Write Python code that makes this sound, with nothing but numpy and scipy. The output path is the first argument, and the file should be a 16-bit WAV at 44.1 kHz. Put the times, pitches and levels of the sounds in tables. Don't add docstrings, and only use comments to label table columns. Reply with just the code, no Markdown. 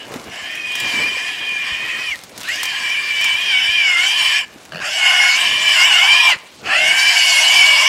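import sys
import numpy as np
from scipy import signal
from scipy.fft import rfft, irfft
from scipy.io import wavfile
from scipy.ndimage import uniform_filter1d

SR = 44100
rng = np.random.default_rng(int(sys.argv[2]) if len(sys.argv) > 2 else 0)


def generate_wav(sig):
    pcm = np.round(np.clip(np.atleast_2d(sig).T, -1, 1) * 32767).astype(np.int16)
    wavfile.write(sys.argv[1], SR, pcm)


N = 347508

# [t/s, whistle f/Hz, whistle level/dB, breath effort level/dB, jaw resonance level/dB over effort]
SQUEAL_TABLES = [
    [(0.0, 2300, -60, -34.5, -21), (0.05, 2310, -63, -40.5, -18), (0.1, 2280, -70, -52, -10)],
    [(0.27, 2096, -65, -52, -2), (0.32, 2200, -58, -32.5, -17), (0.38, 2374, -46, -33, -6),
     (0.56, 2482, -28.5, -32.5, -27), (0.62, 2497, -23.5, -37, -6), (0.77, 2443, -23.5, -24, -18.5),
     (0.98, 2333, -18.5, -25, -7.5), (1.06, 2407, -19.5, -27.5, -7.5), (1.18, 2400, -23, -29, -9.5),
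     (1.29, 2446, -25, -26, -13.5), (1.35, 2430, -31.5, -27, -18), (1.49, 2436, -22.5, -29.5, -10.5),
     (1.6, 2395, -19.5, -30, -16), (1.68, 2400, -26, -24, -11), (1.81, 2476, -23.5, -31, -10),
     (2.05, 2511, -24, -30.5, -9), (2.118, 2317, -22, -29, -13), (2.148, 1848, -23, -44, -10),
     (2.165, 1806, -68, -52, -14)],
    [(2.44, 1350, -45, -33, -19), (2.498, 1947, -19.5, -25.5, -31), (2.545, 2270, -30, -24.5, -24),
     (2.6, 2490, -28, -26.5, -17), (2.79, 2382, -27.5, -25.5, -7.5), (2.938, 2336, -18.5, -26, -14),
     (3.05, 2361, -24, -26.5, -13.5), (3.2, 2304, -16.5, -23.5, -18), (3.232, 2438, -17, -20, -15),
     (3.28, 2290, -10, -19.5, -10.5), (3.36, 2345, -23, -23.5, -11), (3.39, 2476, -24, -22, -13),
     (3.49, 2440, -22, -20, -17), (3.546, 2238, -14.5, -17, -21), (3.65, 2308, -18.5, -18.5, -19.5),
     (3.75, 2434, -16, -20, -19.5), (3.96, 2079, -14, -19.5, -16.5), (4.04, 2249, -15.5, -17, -16),
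     (4.15, 2446, -24, -19.5, -15.5), (4.22, 2350, -19.5, -16.5, -10.5), (4.39, 2407, -18, -18.5, -16),
     (4.45, 2314, -33.5, -36, -6)],
    [(4.806, 1490, -50, -34, -12), (4.82, 1590, -27, -27, -20), (4.86, 2020, -38, -22, -23),
     (4.948, 2290, -25.5, -22, -21), (5.0, 2216, -23, -19, -16), (5.06, 2156, -11, -15, -11.5),
     (5.13, 2215, -19, -16, -10.5), (5.21, 2157, -10.5, -17, -9), (5.32, 2212, -15.5, -18.5, -10),
     (5.4, 2357, -24, -13.5, -15.5), (5.58, 2379, -21, -19, -12.5), (5.74, 2350, -11, -15.5, -11.5),
     (5.775, 2130, -16, -15, -11), (5.8, 2114, -11, -15, -9.5), (5.88, 2316, -16, -12.5, -9.5),
     (5.945, 2140, -14.5, -12.5, -16), (5.97, 2220, -15, -13, -13), (6.0, 2100, -8.5, -13.5, -17.5),
     (6.04, 2274, -15.5, -13, -9), (6.2, 2452, -11.5, -14, -10.5), (6.3, 2314, -14.5, -11.5, -5.5),
     (6.334, 1934, -15.5, -19, -9), (6.35, 1487, -30, -27, -11), (6.37, 1200, -50, -42, -20)],
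    [(6.63, 1700, -63, -42, -15), (6.66, 1700, -51, -24.5, -26), (6.7, 1632, -24, -18, -28),
     (6.72, 1737, -13, -14.5, -32), (6.78, 2080, -22, -16, -32), (6.88, 2239, -14, -16, -17),
     (6.96, 2290, -16, -20.5, -9), (7.09, 2365, -10.5, -17, -13.5), (7.144, 2303, -29, -17, -13),
     (7.17, 2287, -11, -15, -18), (7.26, 2238, -15.5, -15, -15.5), (7.33, 2195, -13.5, -15.5, -10),
     (7.396, 2194, -7, -14, -15), (7.45, 2235, -23.5, -13.5, -14), (7.57, 2293, -10, -13.5, -11.5),
     (7.88, 2245, -14, -13.5, -8.5)],
]
# [t/s, f/Hz]
FLUTTER_PITCH = [(0.33, 630.5), (0.75, 715), (1.4, 689), (1.85, 619), (2.16, 580), (2.46, 615), (2.7, 680),
                 (3.1, 640), (3.5, 709.5), (4.0, 720.6), (4.44, 644.6), (4.83, 619), (5.0, 690.3),
                 (5.7, 659.4), (6.05, 716), (6.36, 659.2), (6.69, 610), (7.0, 685.2), (7.88, 634.6)]
# [level/dB over effort at the start, later level/dB over effort, fade t/s]
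CHEST_FADES = [(-10, -12, .1), (-6, -20, 0.28), (-16, -23.5, 0.31), (-11, -21, 0.31), (-7.5, -18, 0.34)]
# [t/s, mouth level/dB over effort, rasp level/dB over effort]
MOUTH_AND_RASP = [(0.0, -7, -11), (0.35, -3, -8), (0.58, 3, -8.5), (0.77, -9, -10), (1.0, -1.5, -5.5),
                  (1.2, -1.5, -5.5), (1.35, -6.5, -11), (1.6, -0.5, -10.5), (1.7, -4, -11.5),
                  (1.85, 3.5, -10), (2.0, 1.5, -5.5), (2.13, -8, -9.5), (2.5, -9, -8.5), (2.62, -2, -6.5),
                  (3.1, -5.5, -9), (3.6, -10, -12.5), (3.9, -7, -8.5), (4.14, -9.5, -7), (4.4, -4, -8),
                  (4.82, -1, -4.5), (4.9, -9.5, -5.5), (5.1, -5.5, -9), (5.3, -2.5, -2),
                  (5.42, -11.5, -9.5), (5.82, -5, -4.5), (5.9, -9.5, -9.5), (6.32, -10.5, -9),
                  (6.64, -7, -12.5), (6.8, -8, -10), (7.0, 0, -1), (7.26, -11, -1.5), (7.88, -12.5, -8)]
# [multiple of whistle, multiple of flutter, relative level/dB]
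MIXING_TONES = [(0, 1, -1), (1, -2, -4), (1, -1, -2.5), (1, 1, -1), (1, 2, -18)]
# [f/Hz, width of each pass f/Hz, relative level/dB]
# All but the chest modes shift with the whistle pitch and are listed for a 2350 Hz whistle.
CHEST_MODES = [(737, 130, -6.), (1018.5, 117, -2), (1170, 1160, -9)]
MOUTH_MODES = [(1940, 300, 14.3), (1932, 610, 14), (2290, 50, 2.5)]
HEAD_MODES = [(2959, 710, 8), (3800, 320, -19)]
RASP_MODES = [(4585, 1170, 5), (5580, 1230, 1.5), (7300, 2150, 1), (10850, 4900, -5.5),
              (13200, 6800, -12.5)]
# [t/s, level/dB]
LEAF_SWISH = [
    [(0.0, -53), (0.14, -38), (0.29, -42.5), (0.77, -40), (0.88, -31), (1.29, -40), (2.04, -37),
     (2.15, -36.5), (2.31, -47), (2.42, -34), (2.55, -37), (3.27, -35.5), (3.4, -35)],
    [(4.46, -52), (4.654, -47), (4.8, -55)],
    [(6.39, -46), (6.62, -46.5)],
]
# [f/Hz, relative level/dB]
LOW_SPECTRUM = [(15, -53), (25, -16), (65, -4), (271, 1), (592, -0.5), (920, -3), (1430, -6), (1680, -9.5),
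                (3000, -11), (3900, -59), (6600, -120)]
# [f/Hz, relative level/dB]
SWISH_SPECTRUM = [(180, -30), (300, -31), (574, -38), (774, -26), (946, 2), (1230, 0.5), (3760, 4.5),
                  (7080, -1.5), (16000, -17)]
# [t/s of the peak, level/dB, t/s from the peak to 1/e amplitude]
LOW_SWELLS = [(0.152, -33, 0.087), (0.276, -33.5, 0.028), (0.856, -30.5, 0.045), (1.01, -30, 0.092),
              (1.419, -38, 0.023), (1.53, -46, .04), (1.841, -39, 0.039), (1.998, -38.5, 0.039),
              (2.391, -40.5, .08), (3.47, -43, 0.055), (3.93, -48, 0.091), (4.56, -45, 0.061),
              (4.78, -39.5, 0.088), (5.53, -37, 0.14), (6.345, -36.5, .025), (6.67, -34.5, 0.066),
              (6.87, -36.5, .1), (7.571, -41, .12)]
# [t/s, crack peak level/dB, woody body level/dB over the crack]
TWIG_SNAPS = [(0.0674, -33, 5), (0.0837, -35, 4), (0.119, -29, 7), (0.1400, -26, 8), (0.1594, -31, 5),
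              (0.2428, -25, -8), (0.5147, -25, -6), (0.5543, -20.5, -8), (0.7035, -31, -6),
              (0.719, -18, -8), (0.754, -12, -6), (0.8009, -14, -8), (0.9765, -33, -3), (1.0434, -32, -3),
              (2.2369, -20, -10), (2.295, -28, -3), (2.378, -16, -12), (2.4045, -21, -4), (2.412, -20, -6),
              (2.4323, -19, -8), (2.4868, -19, -4), (2.558, -18, -4), (2.632, -7, -4), (2.6548, -12, -7),
              (3.212, -14, -4), (3.2433, -11, -2), (4.634, -37, -5), (4.6523, -27, -5)]
# [t/s, level/dB before onset and decay, f/Hz]
DULL_KNOCKS = [(0.109, -25, 430), (0.139, -20, 440), (0.159, -15.5, 257), (0.269, -25, 392),
               (0.938, -21, 257), (1.119, -28, 380), (1.167, -25, 510), (1.719, -23.5, 70.1),
               (2.099, -30, 53.7), (2.319, -32, 502), (2.382, -34, 223), (3.689, -25, 66.3),
               (4.559, -26, 280), (6.36, -32, 113.9)]
# [centre f/Hz, width f/Hz, centre level/dB, relative]
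CROAK_MODES = [(189.7, 55, 1.5), (640, 90, 4.5), (1700, 180, 12.5), (2753, 290, 12), (4450, 180, 3)]

FLUTTER_DRIFT_HZ, THROAT_SWAY_DB = 20, 0.5
FLOOR_DB = -48
RUMBLE_DB, RUMBLE_DB_PER_S = -41, -1.0
SNAP_T60_S, KNOCK_T60_S = 0.053, 0.041
CROAK_S, CROAK_COUNT, CROAK_GAP_S, CROAK_QUICKENS_S = 4.7215, 8, 0.0128, 0.0004
CROAK_DB, CROAK_FIRST_DB, CROAK_RISE = -16, -1.5, 0.2
EDGE_HZ = 15830


def amp(db):
    return 10 ** (np.asarray(db) / 20)


def evened(x):
    return x / np.sqrt(np.mean(x ** 2) + 1e-20)


def add(mix, s, sound):
    part = mix[round(s * SR):][:len(sound)]
    part += sound[:len(part)]


def columns(rows):
    s, *values = np.transpose(rows)
    t = np.arange(N) / SR
    on = np.clip(np.minimum(t - s[0], s[-1] - t) / 0.0011, 0, 1)
    return [on] + [np.interp(t, s, v) for v in values]


def joined(tables):
    on = sum(columns(rows)[0] for rows in tables)
    return [on] + columns(sum(map(list, tables), []))[1:]


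def wander(hz):
    r = np.exp(-2 * np.pi * hz / SR)
    return evened(signal.lfilter([1], [1, -2 * r, r * r], rng.standard_normal(N)))


def resonate(x, hz, width):
    turn = np.exp(2j * np.pi * np.cumsum(hz * np.ones(len(x))) / SR)
    r = np.exp(-np.pi * width / SR)
    return 2 * (turn * signal.lfilter([(1 - r) ** 2], [1, -2 * r, r * r], x / turn)).real


def through(x, modes, stretch=1):
    total = 0
    for k, (hz, width, db) in enumerate(modes):
        total = total + (-1) ** k * amp(db) * evened(resonate(x, hz * stretch, width))
    return evened(total)


def coloured(x, points):
    hz, db = np.transpose(points)
    f = np.fft.rfftfreq(len(x), 1 / SR)
    return irfft(rfft(x) * amp(np.interp(np.log(f + 1), np.log(hz), db)), len(x))


def patchy(x, depth_db, bins, frames):
    z = signal.stft(x, nperseg=512, noverlap=384)[2]
    field = rng.standard_normal(z.shape[::-1]).T
    for _ in range(2):
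        field = uniform_filter1d(uniform_filter1d(field, bins, 0), frames, 1)
    return signal.istft(z * amp(depth_db * evened(field)), nperseg=512, noverlap=384)[1][:N]


def throat():
    t = np.arange(N) / SR
    starts = np.array([rows[0][0] for rows in SQUEAL_TABLES])
    cry = np.searchsorted(starts, t, "right") - 1
    first_db, later_db, fade_s = np.array(CHEST_FADES)[cry].T
    chest_db = later_db + (first_db - later_db) * np.exp(-((t - starts[cry]) / fade_s) ** 2)
    flutter_hz = columns(FLUTTER_PITCH)[1] + FLUTTER_DRIFT_HZ * wander(hz=3)
    levels = [db + THROAT_SWAY_DB * wander(hz=6.7) for db in [chest_db] + columns(MOUTH_AND_RASP)[1:]]
    return levels + [flutter_hz]


def squeal():
    on, hz, whistle_db, effort_db, jaw_db = joined(SQUEAL_TABLES)
    chest_db, mouth_db, rasp_db, flutter_hz = throat()

    fray_hz = 24 * amp(3 * wander(hz=4)) * wander(hz=70)
    fast = 2 * np.pi * np.cumsum(hz + fray_hz) / SR
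    uneven_hz = 34 * wander(hz=35)
    slow = 2 * np.pi * np.cumsum(flutter_hz + uneven_hz) / SR

    shake_db = 2.6 * wander(hz=50) - 4 * np.maximum(wander(hz=10), 0)
    octave_db = -31 + 5 * wander(hz=12)
    whistle = amp(whistle_db + shake_db) * (np.sin(fast) + amp(octave_db) * np.sin(2 * fast))

    part_db = [chest_db, jaw_db, mouth_db, 0, 0]
    mixing = 0
    for (m, n, db), part in zip(MIXING_TONES, part_db):
        flicker_db = 1.804 * wander(hz=48)
        breaks_db = -5.5 * np.maximum(wander(hz=7), 0)
        mixing = mixing + amp(db + part + flicker_db + breaks_db) * np.sin(m * fast + n * slow)
    mixing = mixing * np.clip((hz - 1500) / 600, 0.3, 1)

    overtones = sum(np.cos(m * fast) * amp(3.4 * wander(hz=29.2)) for m in range(2, 7))
    tearing = evened(overtones * (0.39 + np.cos(slow) + 0.35 * np.cos(2 * slow)))
    breath = rng.standard_normal(N) * (1 + 0.15 * np.cos(slow)) * amp(0.5 * wander(hz=30.4))
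    torn = breath + 0.55 * tearing

    tremble = 1 + 0.014 * wander(hz=10)
    stretch = (hz / 2350) ** 0.3 * tremble
    mouth_stretch = stretch * (hz / 2350) ** 0.5
    noise = through(breath, HEAD_MODES, stretch) * amp(-2.0)
    noise += through(breath, MOUTH_MODES, mouth_stretch) * amp(mouth_db)
    noise += through(breath, CHEST_MODES[:1]) * amp(chest_db - 3.5)
    noise += through(breath, CHEST_MODES[1:]) * amp(jaw_db - 3.0)
    noise += patchy(through(torn, RASP_MODES, stretch), 2.86, bins=6, frames=14) * amp(rasp_db)

    tones = np.sqrt(2) * (whistle + amp(effort_db) * mixing)
    voice = on * (tones + amp(effort_db) * noise)
    return signal.sosfilt(signal.butter(8, 580, "high", fs=SR, output="sos"), voice)


def low_level():
    t = np.arange(N) / SR
    swells = sum(amp(db) ** 2 * np.exp(-2 * ((t - s) / length) ** 2) for s, db, length in LOW_SWELLS)
    return np.sqrt(swells + amp(RUMBLE_DB + RUMBLE_DB_PER_S * t) ** 2)


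def brush():
    swish_db = joined(LEAF_SWISH)[1]
    lumps = patchy(rng.standard_normal(N), 1.8, bins=2, frames=8)
    click_db = 3.5 * np.minimum(rng.exponential(1, N), 5)
    strikes = rng.random(N) < 300 / SR
    clicks = amp(click_db) * strikes * rng.choice([-1, 1], N)
    gusts = patchy(rng.standard_normal(N), 2.6, bins=30, frames=6)
    leaves = gusts + 0.62 * evened(clicks)
    low = low_level() * evened(coloured(lumps, LOW_SPECTRUM))
    hiss = np.hypot(amp(swish_db), amp(FLOOR_DB)) * evened(coloured(leaves, SWISH_SPECTRUM))
    return low + hiss


def wood(x, t60, dull_hz):
    taps = np.zeros(SR)
    at = np.arange(400, SR - 20, 20)
    taps[at + rng.integers(0, 20, len(at))] = rng.choice([-1., 1.], len(at))
    decay = amp(-60 * np.arange(SR) / SR / t60)
    taps = signal.lfilter(*signal.butter(2, dull_hz, fs=SR), taps * decay)
    return signal.fftconvolve(x, taps / np.linalg.norm(taps))[:N]


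def snaps():
    t, out = np.arange(3000) / SR, np.zeros(N)
    bursts = rng.standard_normal((len(TWIG_SNAPS), len(t)))
    for (s, db, body_db), burst in zip(TWIG_SNAPS, bursts):
        decay = amp(-60 * t / 0.0017) + 0.55 * amp(-60 * t / SNAP_T60_S)
        crack = resonate(burst * decay, 4400, 6500)
        crack = np.diff(crack, prepend=0) + crack
        body = resonate(burst * amp(-60 * t / 0.016), 1880, 3100)
        add(out, s, amp(db) * (crack / abs(crack).max() + amp(body_db) * body / abs(body).max()))
    for s, db, hz in DULL_KNOCKS:
        onset = 1 - np.exp(-t / 0.001)
        add(out, s, amp(db - 60 * t / KNOCK_T60_S) * np.sin(2 * np.pi * hz * t) * onset)
    return out


def croak():
    t, out = np.arange(1300) / SR, np.zeros(N)
    for k, chance in enumerate(0.03 * rng.standard_normal((CROAK_COUNT, 200))):
        s = CROAK_S + k * CROAK_GAP_S - CROAK_QUICKENS_S * k * k / 2
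        db = CROAK_DB + CROAK_FIRST_DB * CROAK_RISE ** k
        ring = np.zeros(len(t))
        for (hz, width, level_db), a, b in zip(CROAK_MODES, chance, chance[10:]):
            decay = np.exp(-np.pi * width * t)
            ring += amp(level_db + 60 * a) * decay * np.sin(2 * np.pi * hz * (1 + b) * t)
        puff = 4.0 * chance * np.exp(-t[:200] / 0.008)
        slap = np.convolve(ring, (np.arange(200) == 0) + puff)
        add(out, s, amp(db) * slap / abs(slap).max())
    return signal.sosfilt(signal.butter(4, 150, "high", fs=SR, output="sos"), out)


def scene():
    hog = squeal() + croak()
    near = amp(-14.5) * wood(hog, t60=0.047, dull_hz=6900)
    far = amp(-28.0) * wood(hog, t60=0.55, dull_hz=2300)
    return (hog + near + far + brush() + snaps())[None]


def record(dry):
    squeezed = 1.139 * np.tanh(dry / 1.29)
    thin = signal.lfilter(*signal.butter(2, 50, "high", fs=SR), squeezed)
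    band = signal.firwin(1023, EDGE_HZ, window=("kaiser", 9), fs=SR)
    return signal.oaconvolve(thin, band[None], "same")


dry = scene()
out = record(dry)
generate_wav(out)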